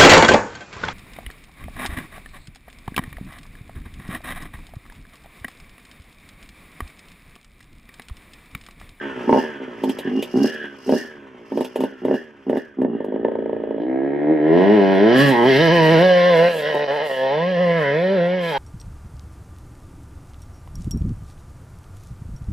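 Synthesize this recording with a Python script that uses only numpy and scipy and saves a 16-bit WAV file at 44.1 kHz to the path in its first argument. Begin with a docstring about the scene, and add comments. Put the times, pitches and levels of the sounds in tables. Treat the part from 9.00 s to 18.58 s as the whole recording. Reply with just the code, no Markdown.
"""A two-stroke dirt bike pulls away in short throttle blips: every crank turn puffs into the exhaust,
hard firings pop, the piston rattles and the thin expansion chamber rings on as the engine coasts.
Just after 4 s it four-strokes through a dip, firing hard only on every second turn. From 4.8 s it
climbs a gravel hill at high revs: the pipe howls and rasps, with brief swells of fine, high hiss.
All along, the slope echoes the bike and a little wind touches the microphone."""
import sys
import numpy as np
from scipy import signal
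from scipy.fft import rfft, irfft
from scipy.io import wavfile
from scipy.ndimage import uniform_filter1d

SR = 44100
rng = np.random.default_rng(int(sys.argv[2]) if len(sys.argv) > 2 else 0)


def bounce(signal):
    """Save signal as a 16-bit WAV file at the path given by the first command-line argument."""
    frames = np.transpose(np.atleast_2d(signal))
    limited = np.clip(frames, -1, 1)
    pcm = np.round(limited * 32767).astype(np.int16)
    wavfile.write(sys.argv[1], SR, pcm)


N = 422478
TIME = np.arange(N) / SR

# Wind on the microphone. Each row: time in seconds, level in dB.
WIND_LEVEL = [(.34, -49), (.6, -53), (3.6, -61), (4.5, -47.5), (5, -55), (6.5, -51), (6.65, -42.5),
              (6.85, -46.5), (7.1, -58)]
# Brief swells of fine, high hiss on the climb. Each row: centre in seconds, length in seconds, level in dB.
HISS_SWELLS = [(6.246, 0.21, -42.5), (7.517, 0.25, -50), (8.127, 0.25, -55.5), (9.472, 0.17, -59.5)]
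# Piston and chain clatter. Each row: time in seconds, level in dB.
RATTLE_LEVEL = [(0, -38), (.7, -44.5), (1.8, -50), (2.5, -51), (3.7, -56.5), (4.3, -85.5)]
# Gear whine. Each row: multiple of the crank speed, relative level in dB.
GEAR_TONES = [(18, -10), (21, -6), (22, 0), (23, -4)]
# The engine with the throttle shut. Each row: time in seconds, puffs in dB, chamber ring in dB.
COAST_LEVELS = [(0, -33, -32), (.6, -38, -49.5), (.98, -43, -45), (1.07, -39.5, -29.5),
                (1.17, -46.5, -57.5), (1.65, -43, -33), (1.8, -53, -67.5), (2.4, -46.5, -63.5),
                (3.4, -56, -63.5), (3.75, -60.5, -58), (4.1, -28.5, -55.5), (4.85, -32, -46.5)]
# Twists of the throttle. Each row: opening and shutting in seconds, crank speed before and after in Hz,
# puffs, lower ring and upper ring in dB, ring decay in seconds, bright hiss in dB.
BLIPS = [(0.267, 0.392, 57.4, 80.2, -20, -35.5, -44.5, 0.18, -43.5),
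         (0.823, 0.904, 53.44, 54.4, -25.5, -52, -61.5, 0.12, -50),
         (1.046, 1.2, 45.8, 59.43, -25.5, -55, -45.5, 0.025, -54),
         (1.337, 1.46, 58.33, 80.1, -19, -37.5, -42.5, 0.15, -38),
         (1.865, 1.971, 64.74, 83.3, -21, -33.5, -46.5, 0.11, -38.5),
         (2.513, 2.616, 53.97, 65.8, -26.5, -44, -60.5, 0.074, -49.5),
         (2.78, 2.837, 61.7, 69, -23.5, -40.5, -53, 0.13, -55.5),
         (3.021, 3.158, 60.34, 82.4, -25.5, -37, -50.5, 0.056, -54),
         (3.461, 3.584, 65.4, 80.7, -26, -39.5, -58, 0.064, -58.5),
         (3.775, 3.959, 63.6, 52.37, -26, -45.5, -61.5, 0.7, -94)]
# The hardest firings. Each row: time in seconds, pop in dB, bark against the pop in dB, gas crack in dB.
HARD_FIRINGS = [(0.293, -18, 0, -51), (0.327, -16.5, 2.5, -55), (0.345, -20, 1.5, -59.5),
                (0.36, -20, -5.5, -64), (.375, -25.5, 4.5, -60), (0.387, -26.5, -6.5, -57),
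                (.837, -25.5, 0.5, -37.5), (.894, -41.5, 6.5, -34.5), (.988, -32, -8, -34.5),
                (1.226, -29, -19, -30.5), (1.444, -25.5, -22, -51), (1.893, -17.5, -13.5, -41.5),
                (1.923, -17, -16.5, -47.5), (1.936, -21, -12, -49), (2.52, -30.5, -5, -58),
                (2.574, -21, -12.5, -46.5), (2.608, -22.5, -6.5, -39.5), (2.647, -35, -1, -37),
                (2.759, -22, -10.5, -38.5), (2.806, -25, -5.5, -39), (2.837, -23.5, -4.5, -41.5),
                (3.051, -21, -15, -47), (3.083, -22, -16, -60), (3.111, -17, -25.5, -78),
                (3.141, -23.5, -14.5, -49), (3.497, -21, -16, -49), (3.53, -21, -17, -78),
                (3.557, -24.5, -14, -65), (3.571, -23, -18, -46), (3.818, -23.5, -13.5, -55),
                (3.848, -22, -14.5, -72), (4.005, -28.5, -9.5, -70.5), (4.045, -28.5, -10, -54),
                (4.123, -28.5, -11, -77), (4.161, -25, -15, -74), (7.745, -22.5, -5.5, -43)]
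# Uneven combustion. Each row: time in seconds, scatter of the firing strength in dB.
FIRING_SCATTER = [(0, 3.2), (4.7, 2.6), (4.92, .7), (5.65, .5), (7.45, .6), (7.56, 2.2), (7.85, 1.8),
                  (7.95, 1), (8.1, 1.4), (8.2, .6), (9.58, .6)]
# Revs on the hill. Each row: time in seconds, crank speed in Hz.
CLIMB_REVS = [(4.85, 63.2), (4.9, 65.08), (5.26, 74.02), (5.31, 80), (5.39, 73.9), (5.48, 78.9),
              (5.74, 109.1), (5.8, 97.93), (5.97, 94.9), (6.23, 144.3), (6.31, 133.6), (6.35, 118.6),
              (6.42, 117), (6.49, 137.7), (6.53, 128.3), (6.57, 139.8), (6.62, 167.5), (6.655, 166.9),
              (6.69, 157.6), (6.73, 177.7), (6.8, 161.2), (6.885, 156.9), (6.92, 165.9), (6.97, 157.9),
              (7.04, 185.5), (7.22, 174.8), (7.28, 180.3), (7.37, 161), (7.48, 176.7), (7.63, 145.1),
              (7.695, 158.1), (7.73, 146.9), (7.85, 146), (7.885, 135.2), (7.955, 153.4), (7.985, 139.6),
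              (8.035, 158.5), (8.1, 133.6), (8.18, 130.7), (8.29, 133.9), (8.43, 173.5), (8.5, 187.7),
              (8.57, 169.3), (8.61, 183.5), (8.66, 173.1), (8.77, 166.1), (8.85, 140), (8.91, 139.7),
              (9.04, 185.4), (9.14, 197.3), (9.2, 170.2), (9.36, 184.4), (9.5, 161.7), (9.53, 142),
              (9.57, 133.3)]
# The exhaust under load. Each row: time in seconds, level in dB.
HOWL_LEVEL = [(4.82, -23), (5.26, -19.5), (5.31, -11.5), (5.35, -19), (5.55, -12.5), (6.25, -12.5),
              (6.37, -16.5), (6.46, -11), (6.55, -14.5), (7.0, -11.5), (7.46, -12), (7.53, -23.5),
              (7.7, -22.5), (7.76, -19), (7.84, -20.5), (7.92, -20), (8.02, -23), (8.16, -25),
              (8.22, -18.5), (8.55, -20), (8.59, -16), (8.71, -15.5), (8.83, -20.5), (9.0, -18),
              (9.22, -16), (9.48, -24), (9.57, -22)]
# The pipe barks when the revs sag. Each row: time in seconds, level against the howl in dB.
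SAG_BARK = [(6.27, -26.5), (6.35, 0), (6.46, -7), (6.52, -39), (7.7, -22), (7.78, -10.5), (8.04, -7.5),
            (8.3, -11.5), (8.5, -32.5), (9.45, -35.5), (9.55, 1)]
# Rasp under load. Each row: time in seconds, lower band in dB, upper band in dB.
SNARL_LEVELS = [(4.82, -51, -55.5), (4.91, -43.5, -63), (5.39, -38.5, -56.5), (5.59, -31, -39.5),
                (6.06, -28.5, -36), (6.21, -19, -25), (6.41, -27, -36), (6.51, -21.5, -26),
                (7.48, -25.5, -31.5), (7.56, -35.5, -37), (7.69, -26.5, -33), (7.76, -30.5, -36),
                (8.54, -33, -38), (8.87, -24, -37), (9.0, -31, -39), (9.38, -33.5, -40.5),
                (9.48, -31, -34.5)]
# The engine misses and catches again. Each row: start in seconds, length in seconds, gain in dB.
STUMBLES = [(7.717, 0.05, -1.5), (7.847, .03, -7), (8.075, 0.021, -6.5)]

# EQ curves, setting tone colour only. Each row: frequency in Hz, relative level in dB.
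WIND_EQ = [(30, -6), (100, 8), (200, 8), (4000, -67.5)]  # low rumble
BLIP_HISS_EQ = [(3000, -25), (5200, 0), (7200, -17), (13000, -20)]  # the short, bright hiss around a blip
JET_EQ = [(2800, -53), (3800, 20), (4600, 20.5), (5500, 15.5), (6300, 5), (7200, -64)]  # the gas jet under load
FINE_HISS_EQ = [(4500, -50.5), (6500, -2), (13000, -2)]  # the airy top on the climb
RATTLE_EQ = [(500, -16), (1000, 8), (1400, 0), (2450, 1.5), (3200, -2.5), (3800, -21.5), (6000, -22.5),
             (12000, -39.5)]  # piston and chain
SNARL_LOW_EQ = [(900, -27), (1350, -4), (1650, 7.5), (1900, 8.5), (2500, -9), (4500, -67)]  # the rasp's throat
SNARL_HIGH_EQ = [(1700, -33), (2500, -2), (3000, 5.5), (3400, -2), (4000, -7.5), (4600, -22.5),
                 (7000, -103)]  # the rasp's edge
SOFT_PUFF_EQ = [(70, -62), (120, -10.5), (165, -0.5), (225, 10.5), (300, 10), (400, 7), (560, -15.5),
                (720, -11.5), (1100, -16.5), (2500, -74.5)]  # puffs of the lightly loaded engine
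KNOCK_EQ = [(600, -29), (1100, 1), (1350, -6), (1750, 6.5), (2500, -10), (3200, -10.5), (4500, -38)]  # the cylinder's knock
POP_EQ = [(90, -41), (200, -11), (300, 7.5), (420, 12.5), (540, 12), (760, -2), (1050, -15), (1400, -37.5),
          (2000, -84)]  # the thump in the silencer
PIPE_BURBLE_EQ = [(70, -82.5), (120, -14), (165, 1), (210, -5.5), (255, 10.5), (310, 16), (400, 7),
                  (560, 2), (720, 0.5), (2500, -101.5)]  # the exhaust at the foot of the hill
PIPE_LOW_EQ = [(50, -49.5), (95, -14.5), (150, 10.5), (200, 12.5), (300, 12), (400, 18.5), (520, 5),
               (640, 10), (800, -2), (1000, 1), (1250, -19.5), (2500, -75.5)]  # full-bodied as the revs rise
PIPE_HOLLOW_EQ = [(50, -53.5), (100, -23), (145, 12.5), (290, 15), (430, 5.5), (570, 10), (720, -9),
                  (950, -11), (1120, 3), (1280, -28.5), (2500, -70.5)]  # briefly scooped
PIPE_OPEN_EQ = [(60, -73), (110, 10), (160, 11.5), (320, 10), (480, 15), (640, 11), (800, -6.5), (970, 7.5),
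                (1100, -5.5), (1280, -34.5), (2500, -104.5)]  # wide open at high revs
PIPE_FAR_EQ = [(70, -45), (130, -9), (175, 4), (260, -4), (350, -8), (440, 8.5), (490, 10.5), (535, 14.5),
               (590, 9.5), (700, 2.5), (840, -18.5), (980, 1.5), (1070, -2.5), (1280, -46.5), (2500, -73)]  # far up the hill, hollowed by the ground path

# Resonances. Each row: frequency in Hz, width in Hz, relative level in dB.
BARK_MODES = [(898, 118, -1.5), (1008, 120, -11.5)]  # the pipe's bark
CHAMBER_LOW_MODES = [(1670, 200, 0.017), (1774, 90, 0.56)]  # the expansion chamber's lower ring
CHAMBER_HIGH_MODES = [(2433, 120, -4), (2950, 250, 0.5), (3250, 120, -1.5)]  # its upper ring
SHELL_MODES = [(2840, 84, 0)]  # its thin shell, singing around a blip

# The microphone's left port against its right. Each row: frequency in Hz, phase lead in radians.
PORT_PHASE = [(0, 0.21), (860, -0.8), (1100, 1.82), (1350, 1.17), (1640, 0.6), (1890, -1.13), (2240, 1.26),
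              (2500, -0.25), (3450, -0.46)]

DIP_S = (4.249, 4.781)  # start and end of the four-stroking


def undb(db):
    """Decibels to gain."""
    return 10 ** (np.asarray(db) / 20)


def curve(rows, column=1):
    """One column of a table, joined by straight lines in time."""
    rows = np.array(rows)
    return np.interp(TIME, rows[:, 0], rows[:, column])


def window(start_s, end_s, edge_s):
    """A gate that fades in at the start and out at the end."""
    return np.clip(np.minimum(TIME - start_s, end_s - TIME) / edge_s + .5, 0, 1)


def noise():
    """White noise."""
    return rng.standard_normal(N)


def drift(per_s):
    """Smooth random wander, spread 1."""
    size = int(SR / per_s)
    slow = uniform_filter1d(uniform_filter1d(noise(), size), size // 2)
    return slow / slow.std()


def clicks(times, sizes):
    """Impulses, each shared between two neighbouring samples."""
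    at = np.clip(times * SR, 0, N - 2)
    i = at.astype(int)
    return np.bincount(i, sizes * (1 - at + i), N) + np.bincount(i + 1, sizes * (at - i), N)


def steady(x, size=4000):
    """Ride the level to rms 1 while single firings keep their accents."""
    power = uniform_filter1d(uniform_filter1d(x * x, size), size // 2)
    return x / np.sqrt(np.abs(power) + 1e-12)


def ring(x, response):
    """Pass x through an impulse response scaled to unit energy."""
    return signal.oaconvolve(x, response / np.linalg.norm(response))[:N]


def eq_gain(eq, size):
    """An EQ curve as a gain for each FFT bin."""
    hz, db = np.transpose(eq)
    bins_hz = np.maximum(np.fft.rfftfreq(size, 1 / SR), 1)
    return undb(np.interp(np.log(bins_hz), np.log(hz), db))


def colour(x, eq, size=4096):
    """Minimum-phase EQ: nothing rings ahead of an attack."""
    cepstrum = irfft(np.log(eq_gain(eq, size)))
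    cepstrum[1:size // 2] *= 2
    cepstrum[size // 2 + 1:] = 0
    return ring(x, irfft(np.exp(rfft(cepstrum))))


def swell(x, eq):
    """EQ whose response swells and dies away evenly, a suction followed by a push."""
    gain = eq_gain(eq, N)
    return irfft(rfft(x) * -1j * gain / np.sqrt(np.mean(gain ** 2)), N)


def resonate(x, modes, size=2048):
    """Steep resonances in parallel, each a peak filter applied twice."""
    response = 0
    for hz, width, db in modes:
        b, a = signal.iirpeak(hz, hz / width, fs=SR)
        once = signal.lfilter(b, a, signal.unit_impulse(size))
        response = response + undb(db) * signal.lfilter(b, a, once)
    return ring(x, response)


def band(x, hz, q):
    """One resonant band of x."""
    return signal.lfilter(*signal.iirpeak(hz, q, fs=SR), x)


def reflections(x, decay_s, gap_s=0):
    """A brief, dense scatter, as from nearby mounds or inside a steel shell."""
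    t = TIME[:SR // 10]
    return ring(x, np.exp(-t / decay_s) * (t > gap_s) * rng.standard_normal(len(t)))


def blip_envelope(peak_db, build_s, lag_s, decay_s):
    """Each blip builds a level until just after the throttle shuts; then it dies away."""
    gain = 0
    for shuts, peak, decay in np.broadcast(np.array(BLIPS)[:, 1], undb(peak_db), decay_s):
        t = TIME - shuts - lag_s
        gain = gain + peak * np.exp(np.maximum(np.minimum(t / build_s, -t / decay), -20))
    return gain


def wind():
    """Low rumble on the microphone, partly shared by its two ports."""
    common = noise()
    rumble = np.array([colour(common + .5 * noise(), WIND_EQ) * undb(db) for db in (-4, 0)])
    return rumble * undb(curve(WIND_LEVEL))


def slope_echo(x, t60=0.29, gap_s=0.0054):
    """The gravel slopes scatter back a dull, diffuse stereo tail."""
    t = TIME[:SR]
    shape = undb(-60 * t / t60) * np.clip(t / gap_s - .5, 0, 1)
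    dull = signal.butter(1, 3000, fs=SR, output="sos")
    return np.array([ring(x, shape * signal.sosfilt(dull, rng.standard_normal(SR))) for _ in range(2)])


def air_fading(x, depth_db=3.8, fade_s=.11, size=1024):
    """Shifting air and ground paths let each upper overtone swell and fade, more so with distance."""
    frames = dict(fs=SR, nperseg=size, noverlap=size * 3 // 4)
    hz, s, bands = signal.stft(x, **frames)
    walk = rng.standard_normal(bands.shape)
    for _ in range(2):
        walk = uniform_filter1d(walk, int(fade_s / s[1]), axis=1)
        walk = uniform_filter1d(walk, 4, axis=0)
    by_pitch = np.interp(hz, [550, 900], [.15, 1])
    by_distance = np.interp(s, [5.5, 6.5, 8], [.3, .7, 1])
    fade_db = depth_db * np.outer(by_pitch, by_distance) * walk / walk.std()
    return signal.istft(bands * undb(fade_db), **frames)[1][:N]


def hiss(pulses, gate, loaded, full_rasp_db=-25.5):
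    """Bright hiss swells and fades around each blip; under load a gas jet pulses and fine hiss flares."""
    coast_hiss = undb(curve(COAST_LEVELS, 2) - 37.5)
    blip_hiss = blip_envelope(np.array(BLIPS)[:, 8], build_s=0.07, lag_s=0.002, decay_s=0.05)
    bright_gain = (coast_hiss + blip_hiss) * (1 - loaded)
    effort_db = curve(SNARL_LEVELS, 2) - full_rasp_db  # the jet grows with the rasp
    jet_gain = loaded * undb(-33.5 + 1.34 * effort_db)
    swells = sum(undb(db) * np.clip(2 - 2 * np.abs(TIME - s) / (.5 * length), 0, 1)
                 for s, length, db in HISS_SWELLS)
    flicker = undb(3.5 * drift(18))
    fine_gain = (loaded * undb(-47 + 1.5 * effort_db) + swells) * flicker
    buzz = steady(reflections(pulses, decay_s=.004) + gate * noise())
    crackle = steady(noise() * undb(3.5 * drift(150)))
    out = 0
    for eq, source, gain, side_db in ((BLIP_HISS_EQ, crackle, bright_gain, -3),
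                                      (JET_EQ, buzz, jet_gain, -9),
                                      (FINE_HISS_EQ, gate * noise(), fine_gain, -3)):
        width = undb(side_db) * colour(gate * noise(), eq) * np.array([[1], [-1]])
        out = out + gain * (colour(source, eq) + width)
    return out


def rattle(gate, loaded, uneven_db=3.5, ring_s=0.019):
    """Off load, piston and chain clatter once a turn; the cooling fins ring from slap to slap."""
    slaps = gate ** 2 * undb(uneven_db * drift(70)) * noise()
    clatter = steady(colour(reflections(slaps, ring_s), RATTLE_EQ))
    return clatter * undb(curve(RATTLE_LEVEL)) * (1 - loaded)


def gear_whine(phase, chamber_hz=1720, smear_rad=.7):
    """Gears sing at multiples of the crank speed, blurred by tooth play, through the expansion chamber's
    resonance."""
    tones = sum(undb(db) * np.sin(2 * np.pi * order * phase + smear_rad * drift(120))
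                for order, db in GEAR_TONES)
    return band(steady(tones), chamber_hz, q=4)


def rasp_gains(loaded):
    """Faders for the lower and upper band: a ring after each blip, then the snarl under load."""
    lower_db, upper_db, decay_s = np.array(BLIPS)[:, 5:8].T
    shape = dict(build_s=0.045, lag_s=0.0062, decay_s=decay_s)
    coasting = undb(curve(COAST_LEVELS, 2))
    lower = coasting + blip_envelope(lower_db, **shape)
    upper = coasting * undb(-12.5) + blip_envelope(upper_db, **shape)
    return ((1 - loaded) * lower + loaded * undb(curve(SNARL_LEVELS, 1)),
            (1 - loaded) * upper + loaded * undb(curve(SNARL_LEVELS, 2)))


def rasp(pulses, gate, phase, loaded, low_gas_db=-8, high_gas_db=-6):
    """The chamber rings and gears whine as the engine coasts; under load a pitched snarl takes over."""
    # the shell's many modes draw each pulse out, so single overtones flare as the revs sweep past
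    shell = steady(undb(-8) * pulses + reflections(pulses, decay_s=0.046))
    drive = shell + undb(-7) * gate * noise()
    chamber_low = .6 * steady(resonate(drive, CHAMBER_LOW_MODES)) + np.sqrt(gate) * gear_whine(phase)
    chamber_high = steady(resonate(drive, CHAMBER_HIGH_MODES))
    swerve = drift(7)  # as the bike swerves, other overtones come to the fore
    snarl = steady(sum(turn(swerve) * reflections(pulses, decay_s=0.0081) for turn in (np.cos, np.sin)))
    snarl_low = steady(air_fading(colour(snarl + undb(low_gas_db) * gate * noise(), SNARL_LOW_EQ)))
    snarl_high = steady(air_fading(colour(snarl + undb(high_gas_db) * gate * noise(), SNARL_HIGH_EQ)))
    snarl_share = .15 + .85 * loaded
    low = (1 - snarl_share) * chamber_low + snarl_share * snarl_low
    high = (1 - snarl_share) * chamber_high + snarl_share * snarl_high
    low_gain, high_gain = rasp_gains(loaded)
    sing_db = np.array(BLIPS)[:, 6] + 6.5  # the shell sings above each blip's upper ring
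    sing_gain = blip_envelope(sing_db, build_s=0.079, lag_s=0.0042, decay_s=0.039)
    return low * low_gain + high * high_gain + steady(resonate(drive, SHELL_MODES)) * sing_gain


def exhaust_puffs(pulses, gate, loaded, opening_s=0.014, churn_db=-6, coast_db=-2, weak_pop_db=-6):
    """Soft puffs and weak pops while coasting; the puffs jump up and churn when the throttle opens."""
    afterglow = blip_envelope(np.array(BLIPS)[:, 4] - 18.5, build_s=0.018, lag_s=0.0077, decay_s=0.11)
    coasting = (undb(curve(COAST_LEVELS)) + afterglow) * (1 - loaded)
    throttle = sum(undb(db) * window(opens, shuts, opening_s) for opens, shuts, _, _, db, *_ in BLIPS)
    churn = undb(churn_db) * (throttle + 0.29 * coasting) * gate * noise()
    puffs = pulses * (undb(coast_db) * coasting + throttle) + churn
    weak_pops = undb(weak_pop_db) * swell(pulses * coasting, POP_EQ)
    facing = undb(np.interp(TIME, [.5, 1.0], [-10, -27]))  # brighter while the pipe points back at us
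    return colour(puffs, SOFT_PUFF_EQ) + weak_pops + facing * resonate(puffs, BARK_MODES)


def four_stroking(times, pop_db=-24, bark_db=-16, crack_db=-77.5, fade_db_per_s=7.5):
    """In the dip every second turn fires hard, fading as the bike sinks: rows like HARD_FIRINGS."""
    first, last = (np.argmin(np.abs(times - s)) for s in DIP_S)
    s = times[first:last + 1:2]
    scatter_db = 3.5 * rng.standard_normal((64, 3))[:len(s)]
    fade_db = fade_db_per_s * (s - s[0])
    return np.column_stack([s, pop_db - fade_db + scatter_db[:, 0], bark_db + 2 * scatter_db[:, 1],
                            crack_db - fade_db + scatter_db[:, 2]])


def pops(times, knock_lead_s=0.0031, body_lag_s=0.001997):
    """Stored mixture burns at once: a cylinder knock, a crack of gas, a silencer pop and a bark."""
    s, pop_db, bark_db, crack_db = np.vstack([HARD_FIRINGS, four_stroking(times)]).T
    t = TIME[:SR // 20]

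    def blows(db, delay_s=0):
        """One impulse for each hard firing."""
        return clicks(s + delay_s, undb(db) * np.sqrt(SR / 100))

    def bursts(db, rise_s):
        """A snap of noise just ahead of each pop."""
        return ring(blows(db, -knock_lead_s), t * np.exp(-t / rise_s)) * noise()

    body = swell(blows(pop_db, body_lag_s), POP_EQ)
    bark = resonate(blows(pop_db + bark_db), BARK_MODES)
    knock = colour(bursts(pop_db, rise_s=0.0018), KNOCK_EQ)
    crack_eq = [(800, -16), (3000, 20.0), (4200, 5), (5400, 1), (8000, 2.0)]
    crack = colour(bursts(crack_db, rise_s=0.005), crack_eq)
    return undb(3) * body + undb(-1) * bark + undb(-21) * knock + crack


def howl(pulses, gate, loaded, roar_db=-26):
    """Under load the burble opens with the revs; the ground path hollows it as the bike climbs away."""
    scatter_db = curve(FIRING_SCATTER)
    flow = pulses + (.03 + .12 * scatter_db) * gate * noise()  # poor burning adds ragged gas
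    # the chamber's cones delay the lows, drawing each pulse out into a short ring
    flow = flow - 2 * band(flow, 400, q=1.6)
    tone = colour(flow, PIPE_BURBLE_EQ)
    for eq, crossfade_s in ((PIPE_LOW_EQ, [5.35, 5.6]), (PIPE_HOLLOW_EQ, [6.13, 6.18]),
                            (PIPE_LOW_EQ, [6.3, 6.36]), (PIPE_OPEN_EQ, [6.52, 6.62]),
                            (PIPE_FAR_EQ, [6.93, 7.12])):
        share = np.interp(TIME, crossfade_s, [0, 1])
        tone = (1 - share) * tone + share * colour(flow, eq)
    tone = steady(tone) + undb(curve(SAG_BARK)) * steady(resonate(flow, BARK_MODES))
    # the ground path thins the bass, lifts it higher up, and near the top lifts the low mids too
    bass = signal.sosfiltfilt(signal.butter(2, 260, fs=SR, output="sos"), tone)
    bass_gain = undb(np.interp(TIME, [6.9, 7.6, 8.2, 8.5], [0.5, -3.5, -5.5, 8.5]))
    tone = tone + (bass_gain - 1) * bass
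    tone = tone + np.interp(TIME, [8.85, 9.05], [0, 1.8]) * band(tone, 370, q=6)
    # gas roars out of the silencer between the overtones
    roar = undb(roar_db) * resonate(gate ** 2 * noise(), [(850, 233, 0)])
    voice = steady(steady(air_fading(tone)) + roar)
    sputter_db = .5 * scatter_db * drift(30)  # poor burning shakes the level
    return voice * undb(curve(HOWL_LEVEL) + sputter_db) * loaded


def stumbling(edge_s=.004):
    """Gain that ducks while the engine misses and snaps back as it catches."""
    return undb(sum(db * window(s, s + length, edge_s) for s, length, db in STUMBLES))


def crank_speed(start_hz=73.1, flywheel_lag_s=.03, dip_hz=57.4, sag_hz_per_s=3.8, wheelspin=0.0037):
    """Turns per second: surging and coasting with the blips, sagging in the dip, high on the climb."""
    points = [(0.00083, start_hz)]
    for opens, shuts, before_hz, after_hz, *_ in BLIPS:
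        points += [(opens, before_hz), (shuts + flywheel_lag_s, after_hz)]
    points += [(s, dip_hz - sag_hz_per_s * (s - DIP_S[0])) for s in DIP_S]
    s, hz = np.transpose(points + list(CLIMB_REVS))
    waver = 1 + wheelspin * drift(25) * (TIME > DIP_S[1])  # the tyre grips and slips
    return np.exp(np.interp(TIME, s, np.log(hz))) * waver


def crank():
    """Exhaust stroke times and crank phase in turns, nudged so hard firings land on whole turns."""
    turns = np.cumsum(crank_speed()) / SR
    pop_s = np.sort(np.append(np.array(HARD_FIRINGS)[:, 0], DIP_S))
    at_pop = np.interp(pop_s, TIME, turns)
    whole = np.cumsum(np.maximum(np.round(np.diff(at_pop, prepend=0)), 1))
    turns = turns + np.interp(TIME, pop_s, whole - at_pop)
    return np.interp(np.arange(1, int(turns[-1])), turns, TIME), turns % 1


def firings(times, skipping=.7):
    """One pulse a turn; uneven burning scatters size and timing. 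On the climb they go strong, weak."""
    chance = rng.standard_normal((2000, 2))[:len(times)]
    scatter_db = np.interp(times, *np.transpose(FIRING_SCATTER))
    skip = skipping * (-1) ** np.arange(len(times)) * (times > DIP_S[1])
    even_power = np.sqrt(np.gradient(times) * SR)  # rms near 1 at any revs
    sizes = undb(scatter_db * (chance[:, 0] + skip)) * even_power
    slip_s = .00003 * scatter_db * chance[:, 1]
    return clicks(times + slip_s, sizes)


def scene():
    """All engine layers ride one crank; mounds and slope answer them over a bed of wind."""
    times, phase = crank()
    pulses = firings(times)
    gate = steady(.4 + np.exp(-phase / .5))  # a surge once a turn that chops the noise layers
    loaded = np.interp(TIME, [4.76, 4.82], [0, 1])  # crossfade from running light to climbing
    burble = exhaust_puffs(pulses, gate, loaded) + pops(times)
    clatter = rattle(gate, loaded)
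    pipe = howl(pulses, gate, loaded) + rasp(pulses, gate, phase, loaded)
    bike = burble + clatter + pipe * stumbling()
    mound_gain = undb(np.interp(TIME, [3.6, 4], [-5, -8.5]))
    mounds = mound_gain * reflections(burble, decay_s=0.012, gap_s=0.00505)
    echo_send = undb(np.interp(TIME, [0, 3.5, 5.5, 7.5], [-19.0, -22.0, -12.0, -25]))
    return bike + mounds + hiss(pulses, gate, loaded) + slope_echo(bike * echo_send) + wind()


def record(dry, pan_db=-0.83, ceiling=.85, top_hz=13700):
    """The microphone's two ports differ in phase and level; peaks are rounded and the top is cut."""
    lead = np.interp(np.fft.rfftfreq(N, 1 / SR), *np.transpose(PORT_PHASE))
    side = np.array([[.5], [-.5]])
    ports = irfft(rfft(dry) * np.exp(1j * side * lead), N) * undb(side * pan_db)
    rounded = ports / (1 + (ports / ceiling) ** 6) ** (1 / 6)
    return signal.sosfilt(signal.ellip(8, .2, 70, top_hz, fs=SR, output="sos"), rounded)


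dry = scene()
out = record(dry)
bounce(out)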